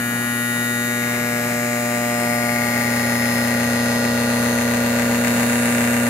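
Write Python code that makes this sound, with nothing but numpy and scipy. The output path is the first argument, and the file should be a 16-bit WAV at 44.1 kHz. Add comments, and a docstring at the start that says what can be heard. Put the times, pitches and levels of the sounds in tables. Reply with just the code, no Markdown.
"""A motor hums and buzzes over a soft rush of air: an electric skate sharpener and its dust fan.
The motor pulses about 120 times a second. Its grinding wheel touches the blade and travels along it,
so the steel rasps, rings and hisses, and the sound drifts from the left toward the middle.
As the wheel presses harder, its off-balance shaft beats against the hum, turning it rough,
and the plastic cabinet rattles in a small workshop."""
import sys
import numpy as np
from scipy import signal
from scipy.fft import rfft, irfft
from scipy.io import wavfile
from scipy.ndimage import uniform_filter1d

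SR = 44100
rng = np.random.default_rng(int(sys.argv[2]) if len(sys.argv) > 2 else 0)


def bounce(signal):
    """Save signal as a 16-bit WAV file at the path given by the first command-line argument."""
    frames = np.transpose(np.atleast_2d(signal))
    limited = np.clip(frames, -1, 1)
    pcm = np.round(limited * 32767).astype(np.int16)
    wavfile.write(sys.argv[1], SR, pcm)


N = 268566
T = np.arange(N) / SR
FREQS = np.arange(N // 2 + 1) * SR / N
SIDES = np.array([[1], [-1]])  # plus for left, minus for right

# Tone colours, showing which pitches are strong and which are weak: pitch_hz, relative_db
AIR_COLOUR = [(28, -47), (42, -18.5), (80, -18), (130, -12), (190, -4.5), (250, -13), (330, -13.5),
              (800, -15), (2000, -21.5), (3400, -30.5), (6000, -32)]  # air rushing through the fan
GRIT_COLOUR = [(400, 10), (1200, 9.5), (2100, 12), (3200, 11), (4300, 16.5), (5700, -8), (6700, 4),
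               (9600, -20), (11500, 3), (15500, -20)]  # grit scraping steel
BUZZ_COLOUR = [(2000, -3), (2500, 3), (3300, -3.5), (4100, 4.5), (4900, -4), (5700, -14.5), (6400, 4.5),
               (7300, -1.5), (8600, 6), (9600, -4), (10700, 4.5), (13000, 5), (14400, 2.5), (15400, -1)]  # the wheel ticking on the blade
COVER_COLOUR = [(400, -22), (700, -5), (1120, -18.5), (1420, -1), (1950, -0.5), (2500, -4.5), (3200, -16.5),
                (4200, -20.5), (5700, -17.5), (7000, -12), (9500, -17.5), (15000, -31)]  # the thin cover rattling
HOUSING_COLOUR = [(250, -27), (420, -9), (540, -4.5), (660, -4), (830, -8), (1000, -10), (1130, -16.5),
                  (1400, -2), (1800, -6.5), (3000, -38.5)]  # the housing growling
# How much the two ears differ, compared with what they share: pitch_hz, difference_db
STEREO_WIDTH = [(60, -5), (150, -65), (250, -18.5), (500, -9), (1000, -5), (2000, 0), (4000, 0),
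                (15000, 2.5)]
# Tones of the dust fan: pitch_hz, level_db
FAN_TONES = [(273.5, -45.5), (368.3, -44)]
# Rings of wheel and blade, each swelling as the wheel passes its place:
# pitch_hz, width_hz, loudest_s, spread_s, level_db, left_minus_right_db
STEEL_RINGS = [(2776, 100, 6.5, 1.5, -43, 16), (2900, 640, -1.5, 2.7, -48, 18),
               (2920, 100, 0.2, .55, -47, -4), (3770, 46, 6, 2.5, -49, -14), (3760, 77, 0.35, 1.2, -42, -2),
               (4350, 800, 1, 1.5, -48, -2), (4462, 170, 4, 1.54, -41.5, -3), (4860, 60, 3.3, .8, -48, 0),
               (5240, 190, 2.9, 1.5, -40, 3), (6120, 830, 8, 1.2, -44, 5), (6100, 60, 1.2, 0.59, -48, -6),
               (6433, 400, 4, 0.87, -45.5, 15.5), (6720, 76, 1.8, 0.32, -42.5, 1),
               (6730, 240, 5.5, .6, -40, -9), (6760, 380, 1.7, 1.6, -38, -5.5),
               (7350, 67, 2, 1.5, -43.5, 1), (8140, 740, 1.5, .8, -43, 0), (8230, 800, 6, 0.66, -39.5, 0),
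               (9240, 220, 2, 1.8, -47, 10), (10200, 350, -0.7, 1.2, -37, 1),
               (10266, 300, 3, 0.68, -40, -3), (10270, 270, 4.5, 0.32, -38.5, 0),
               (10870, 60, 0, .43, -49, -6), (11105, 200, .95, .85, -38, 0),
               (11041, 320, 3.5, .6, -40.5, 1), (11075, 300, 5.75, .53, -34.8, -3),
               (11850, 110, -1, 1.4, -40.5, 5), (11850, 60, 6, .63, -47, 2), (12700, 61, 1, 2, -44, 9),
               (13000, 900, 7, 3.9, -47, 15), (14300, 210, 0, 2.8, -45, 2)]
# Rings that rasp in turn as the wheel digs in: pitch_hz, width_hz, loudest_s, spread_s, level_db
RASP_RINGS = [(2095, 1050, 1.2, 0.34, -39.5), (1973, 1150, 1.84, 0.25, -39.5), (2160, 460, 2.54, 0.26, -36),
              (1960, 700, 3.2, 0.48, -34.5), (7850, 1100, 1.7, 0.45, -46)]
# Tones made by hum and shaft together: pulse_multiple, shaft_multiple, level_db
BEAT_TONES = [(0, 1, -42), (1, 1, -42), (2, 1, -53), (3, 1, -37.8), (3, 2, -43), (4, 1, -31.3), (4, 2, -42),
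              (5, -1, -41), (5, 1, -44), (6, -2, -41), (6, -1, -40), (6, 1, -48), (7, -1, -47),
              (7, -3, -48.5), (7, 1, -50), (7, 2, -48.5), (8, -4, -52), (8, -1, -55), (9, -3, -48),
              (9, -1, -46), (9, 1, -44), (10, -2, -48.5), (12, -1, -47.5), (13, 1, -46)]
# The hum's harmonics (tones at whole multiples of the pulse rate): multiple, smooth_db, chattering_db
HUM_HARMONICS = [(1, -33.5, -31), (3, -48, -45.5), (4, -45, -33.5), (5, -42.5, -36.5), (6, -44.5, -42.5),
                 (7, -44.5, -36.5), (8, -59.5, -39), (9, -51.5, -65), (10, -40, -38.5), (11, -43, -63),
                 (12, -31.5, -35.5), (13, -50, -69), (14, -29.5, -44), (15, -36, -45), (16, -32.5, -40),
                 (17, -39, -39.5), (18, -47.5, -54.5), (19, -44, -56), (20, -40.5, -53), (23, -48, -47)]
# Harmonics swell or sink as the wheel passes the cabinet's lively and still spots:
# multiple, centre_s, spread_s, added_db
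HUM_SWELLS = [(4, 2.94, 0.556, -9), (7, 5.55, 0.87, -7.5), (8, 2.07, 0.535, 10.5), (8, 3.33, 0.65, -12),
              (9, 0.23, 0.546, 7), (10, 2.23, 0.6, 5.5), (12, 1.9, 0.55, -5.5), (14, 0.54, 0.274, -4),
              (14, 2.1, 0.466, -8), (14, 6.54, 1.01, 3.5), (15, 1.99, 1.04, -9), (15, 5.93, 0.68, 5),
              (16, 0.587, 0.51, 6), (16, 3.0, 0.5, 7.5), (16, 4.1, 0.85, 11.5)]

PULSE_HZ, SHAFT_HZ = 119.72, 87.9  # motor pulses and shaft turns each second
TOUCH_S, LOAD_S, TOE_S = 0.82, 2.6, 5.1  # the wheel meets the blade, presses in, climbs its curved toe
# Each part's starting level and what each stage adds at a strength of 1:
# start_db, touch_db, bite_db, load_db, toe_db
AIR_DB = (-37.5, 2.5, 0, 2.5, 1)
HISS_DB = (-55, -1.5, 1.5, 21.5, -8)
BUZZ_DB = (-37.5, -0.34, 1.8, 0, 1)
RATTLE_DB = (-54, 12, 1, 0.95, 6.5)
BODY_DB = (-27, 0.5, -1, 5.5, 1.5)  # the hum's second harmonic
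BOOM_DB = (0.5, 12.5, 4.5, 6.5, 2)  # the front panel's boost, which fades out once the wheel chatters


def undb(db):
    """Turn decibels into a number to multiply a sound by."""
    return 10 ** (np.asarray(db) / 20)


def unit(x):
    """Scale a sound to an average (rms) strength of 1."""
    return x / np.sqrt(np.mean(x ** 2))


def shape(points, hz):
    """Read a table of pitch_hz, level_db as a gain at the given pitches."""
    pitches, db = np.transpose(points)
    return undb(np.interp(np.log(hz + 1e-3), np.log(pitches), db))


def bell(hz, centre_hz, width_hz):
    """How strongly a ringing part answers a pitch: 1 at its centre, less to either side."""
    return 1 / (1 + (2 * (hz - centre_hz) / width_hz) ** 2)


def wander(rate_hz):
    """A smooth random drift, typically about 1 above or below zero."""
    hold = int(SR / rate_hz)
    steps = np.repeat(rng.standard_normal(N // hold + 2), hold)
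    return 1.2555 * uniform_filter1d(uniform_filter1d(steps, hold), hold)[:N]


def rise(at_s, rise_s):
    """A smooth step from 0 to 1, halfway up at at_s."""
    return .5 + .5 * np.tanh((T - at_s) / rise_s / 2)


def radiate(pair, gain):
    """Colour two sounds: one is shared by both ears (at strength 1), the other sets them apart."""
    mid = irfft(rfft(pair[0]) * gain, N)
    side = irfft(rfft(pair[1]) * gain * shape(STEREO_WIDTH, FREQS), N)
    return np.array([mid + side, mid - side]) / np.std(mid)


def clicks(times_s, sizes):
    """Clean clicks that can fall between two samples."""
    at = times_s[:, None] * SR
    index = np.floor(at).astype(int) + np.arange(-7, 9)
    click = np.sinc(index - at) * np.sinc((index - at) / 8)
    inside = (index >= 0) & (index < N)
    return np.bincount(index[inside], (sizes[:, None] * click)[inside], N)


def cabinet(strikes, ring_s, room_db, rise_s=0.0016, echo_s=0.28):
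    """Strikes leave the cabinet by two paths, each a short ring followed by the workshop's echo."""
    t = T[:SR // 4]
    ring = unit((1 - np.exp(-t / rise_s)) * np.exp(-t / ring_s))
    echo = unit(np.exp(-np.log(1000) * t / echo_s))
    paths = rfft(rng.standard_normal((2, len(t))) * (ring + undb(room_db) * echo))
    # many overlapping rings share the energy evenly from low to high
    paths = paths / np.sqrt(uniform_filter1d(abs(paths) ** 2, size=60))
    return irfft(rfft(strikes) * rfft(irfft(paths), N), N)


def lateness(hz):
    """Higher tones leave the cabinet later, by this share of a pulse."""
    return 0.1952 * np.clip((hz - 300) / 900, 0, 1)


def dust_fan(air_db, gust_db=3.0):
    """The fan makes a low rush of air and two wavering tones."""
    air = radiate(rng.standard_normal((2, N)), shape(AIR_COLOUR, FREQS))
    air *= undb(air_db + gust_db * np.tanh(wander(7.5)))
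    for hz, db in FAN_TONES:
        level = np.sqrt(2) * undb(db + 0.83 * wander(4.27))
        pitch_hz = hz * (1 + 0.00315 * wander(1.8))
        air += level * np.sin(2 * np.pi * np.cumsum(pitch_hz) / SR)
    return air


def grit_hiss(pulses, turns, chop=0.12, wobble=0.099):
    """Grit scrapes the steel, a little harder with each motor pulse and each shaft turn."""
    contact = np.exp(chop * np.cos(2 * np.pi * (pulses - .4)) + wobble * np.sin(2 * np.pi * turns))
    scrape = rng.standard_normal((2, N)) * contact * undb(.3 * wander(14))
    return radiate(scrape, shape(GRIT_COLOUR, FREQS))


def steel_rings(pulses, turns, load, sway=0.25, waver_db=1.74, wave_size=32768):
    """Each ring of wheel and blade sings on the few motor harmonics that lie near its pitch."""
    out = np.zeros((2, N))
    # one stored wave repeats every pulse, peaking shortly after it
    place = ((pulses - .3) * wave_size).astype(int) % wave_size
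    for hz, width_hz, at_s, spread_s, db, lean_db in STEEL_RINGS:
        swell = undb(db + waver_db * wander(4.04)) / np.sqrt(1 + ((T - at_s) / spread_s) ** 4)
        # under load the contact sways as pulses and turns slip in and out of step
        drift = sway * load * np.sin(2 * np.pi * (pulses - turns + rng.random()))
        nearby = round(hz / PULSE_HZ) + np.arange(-4, 5)
        gains = bell(nearby * PULSE_HZ, hz, width_hz)
        angles = 1.104 * rng.standard_normal(len(nearby))
        harmonics = np.zeros(wave_size, complex)
        harmonics[nearby] = gains / np.linalg.norm(gains) * np.exp(1j * angles)
        ring = wave_size * np.fft.ifft(harmonics)[place] * swell * np.exp(1j * drift)
        # the two ears hear it a quarter of a wave apart
        ears = np.array([ring.real, rng.choice([-1, 1]) * ring.imag])
        out += np.sqrt(2) * undb(lean_db * SIDES / 2) * ears
    return out


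def wheel_rasp(pulse_s, pan_db, jitter_s=0.00012, scatter_db=3.0, rebound_db=-3):
    """The wheel skips unevenly on the steel, twice a pulse, waking one ring after another."""
    chance = rng.standard_normal((len(pulse_s), 4)).T
    skips = clicks(pulse_s + jitter_s * chance[0], undb(scatter_db * chance[1]))
    rebound_s = pulse_s + .5 / PULSE_HZ + jitter_s * chance[2]
    skips += clicks(rebound_s, undb(rebound_db + scatter_db * chance[3]))
    ring = cabinet(skips, ring_s=.0018, room_db=-4, rise_s=.0004)
    out = 0
    for hz, width_hz, at_s, spread_s, db in RASP_RINGS:
        lean_db = pan_db * bell(hz, centre_hz=2050, width_hz=2000)
        swell = np.exp(-((T - at_s) / spread_s) ** 2 / 2)
        out += radiate(ring, bell(FREQS, hz, width_hz) ** 2) * undb(db + lean_db * SIDES) * swell
    return out * rise(TOUCH_S, 0.058)


def blade_buzz(pulse_s, load, jitter_s=1.0e-5, scatter_db=4.5, spots=6):
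    """Wheel and blade tick together three times a pulse, less evenly under load."""
    uneven = 0.25 + .8 * np.interp(pulse_s, T, load)
    ticks = 0
    for lag_s, db in [(0, 7.5), (.0028, 5.7), (.0056, 0.5)]:
        chance = rng.uniform(-1.51, 1, (len(pulse_s), 2)).T * uneven
        ticks += clicks(pulse_s + lag_s + jitter_s * chance[0], undb(db + scatter_db * chance[1]))
    # the paths out of the cabinet change as the wheel travels from spot to spot
    place = np.linspace(0, spots - 1, N)
    ring = 0
    for spot in range(spots):
        nearness = np.sqrt(np.maximum(1 - abs(place - spot), 0))
        ring += nearness * cabinet(ticks, ring_s=0.002, room_db=9, rise_s=0.00034)
    return radiate(ring, shape(BUZZ_COLOUR, FREQS))


def panel_slaps(pulse_s, turns, load, lag_s=0.001198, swing_s=0.000626, jitter_s=2.2e-5):
    """A loose panel slaps once a pulse, earlier and harder when the off-balance shaft pushes too."""
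    angle = 2 * np.pi * np.interp(pulse_s, T, turns)
    chance = rng.standard_normal((len(pulse_s), 2)).T
    times_s = pulse_s + lag_s - swing_s * np.sin(angle) + jitter_s * chance[0]
    rock_db = 4 * np.sin(angle + 0.56)
    scatter_db = 1.9 * chance[1]
    surge_db = np.interp(pulse_s, T, 0.5 * load * wander(17))
    return clicks(times_s, undb(rock_db + scatter_db + surge_db))


def cover_rattle(slaps, load, chatter, rattle_db, pan_db, growl_db=-37):
    """Slaps ring the thin cover, harder under load; once the wheel chatters the housing growls too."""
    ring = cabinet(slaps, ring_s=.003, room_db=-5.5)
    cover = radiate(ring, shape(COVER_COLOUR, FREQS))
    cover *= undb(rattle_db - 0.5 + 7.44 * load + 1.06 * pan_db * SIDES)
    ring = cabinet(slaps, ring_s=.0029, room_db=-6, rise_s=.0005)
    housing = radiate(ring, shape(HOUSING_COLOUR, FREQS))
    return cover + housing * chatter * undb(growl_db + .5 * SIDES)


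def shaft_beats(pulses, turns):
    """The off-balance shaft rocks the humming motor once a turn, adding tones between its harmonics."""
    out = np.zeros((2, N))
    for pulse_multiple, shaft_multiple, db in BEAT_TONES:
        harmonic_hz = pulse_multiple * PULSE_HZ
        angle = 2 * np.pi * (pulse_multiple * (pulses - lateness(harmonic_hz)) + shaft_multiple * turns)
        # the rocking sways the timing more than the level, so the drone stays dense
        angle += np.pi / 2 * shaft_multiple ** 2 + 0.5 * rng.standard_normal()
        apart = np.arctan(shape(STEREO_WIDTH, harmonic_hz + shaft_multiple * SHAFT_HZ))
        out += undb(db + 0.72 * wander(3.013)) * np.cos(angle + apart * SIDES)
    return np.sqrt(2) * out


def motor_hum(pulses, turns, chatter, body_db, boom_db, pan_db, waver_db=0.7, throb=0.42, churn_db=3.0):
    """Magnetic pulses make clean harmonics whose mix shifts as the wheel moves and starts to chatter."""
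    levels = {k: smooth_db + chatter * (rough_db - smooth_db) for k, smooth_db, rough_db in HUM_HARMONICS}
    for k, at_s, spread_s, db in HUM_SWELLS:
        levels[k] += db * np.exp(-((T - at_s) / spread_s) ** 2)
    levels[2] = body_db
    boom_hz = np.minimum(448 + 92 * T, 800)  # the front panel booms higher as the wheel moves along
    out = np.zeros((2, N))
    for k, db in levels.items():
        hz = k * PULSE_HZ
        if k > 2:
            db = db + boom_db * bell(hz, boom_hz, width_hz=361)
            db += waver_db * min(hz / 1000, 2) * wander(2.465)
            # three pulses slip against four turns, so one cabinet ring churns 7 to 8 times a second
            churn = np.cos(2 * np.pi * (3 * pulses - 4 * turns) + rng.standard_normal())
            db += churn_db * chatter * bell(hz, centre_hz=1430, width_hz=500) * churn
        # three turns slip against two pulses, so the upper harmonics throb
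        slip = np.cos(2 * np.pi * (3 * turns - 2 * pulses + rng.random()))
        flutter = 1 + throb * chatter * min(hz / 1900, 1) ** 2 * slip
        # higher harmonics are smeared and reach the two ears out of step
        smear = min(hz / 900, 1) * 0.7 * rng.standard_normal()
        angle = 2 * np.pi * k * (pulses - lateness(hz)) + smear
        # the wheel's own ring sings from one spot, so there the ears are more alike
        focus = .7 * chatter * bell(hz, centre_hz=1913, width_hz=80)
        apart = np.arctan(shape(STEREO_WIDTH, hz)) * (1 - focus)
        lean_db = 0.5 + pan_db * bell(hz, centre_hz=1850, width_hz=850)
        ears = undb(lean_db * SIDES / 2)
        ears /= np.sqrt(np.mean(ears ** 2, axis=0))
        out += flutter * undb(db) * ears * np.cos(angle + apart * SIDES)
    return np.sqrt(2) * out


def scene():
    """One pass along the blade: pulses and turns set the rhythm, the stages set the levels."""
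    touch, pressing, toe = rise(TOUCH_S, 0.27), rise(LOAD_S, .43), rise(TOE_S, 0.273)
    bite = (4 * pressing * (1 - pressing)) ** 2  # strongest while the load grows fastest
    load = .92 * pressing
    chatter = rise(LOAD_S, 0.2)  # the smooth hum quickly turns rough
    stages = np.array([np.ones(N), touch, bite, load, toe])
    levels = np.array([AIR_DB, HISS_DB, BUZZ_DB, RATTLE_DB, BODY_DB, BOOM_DB])
    air_db, hiss_db, buzz_db, rattle_db, body_db, boom_db = levels @ stages

    pulse_hz = PULSE_HZ - .31 * np.sqrt(bite) - .16 * load  # the rate sags as the wheel works
    pulses = np.cumsum(pulse_hz) / SR  # running counts of motor pulses and shaft turns
    turns = np.cumsum(SHAFT_HZ * (1 + 0.001052 * wander(2.035))) / SR
    pulse_s = np.interp(np.arange(int(pulses[-1]) + 1), pulses, T)  # the moment of each pulse
    pan_db = np.linspace(9.5, 0.5, N)  # a shrinking lean to the left, scaled by each part that uses it
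    churn_db = 1.1 * load * np.cos(2 * np.pi * (3 * pulses - 4 * turns))

    out = motor_hum(pulses, turns, chatter, body_db, boom_db * (1 - chatter), pan_db)
    out += shaft_beats(pulses, turns) * chatter * np.sqrt(load)
    out += dust_fan(air_db)
    out += blade_buzz(pulse_s, load) * undb(buzz_db + 0.53 * churn_db + 0.48 * SIDES)
    out += steel_rings(pulses, turns, load)
    out += wheel_rasp(pulse_s, pan_db)
    slaps = panel_slaps(pulse_s, turns, load)
    out += cover_rattle(slaps, load, chatter, rattle_db, pan_db) * undb(churn_db)
    out += grit_hiss(pulses, turns) * undb(hiss_db + churn_db + 0.46 * SIDES)
    return out


def record(dry):
    """Cut away the very highest treble."""
    top_hz = 15500
    return signal.sosfilt(signal.ellip(8, .2, 70, top_hz, fs=SR, output="sos"), dry)


dry = scene()
out = record(dry)
bounce(out)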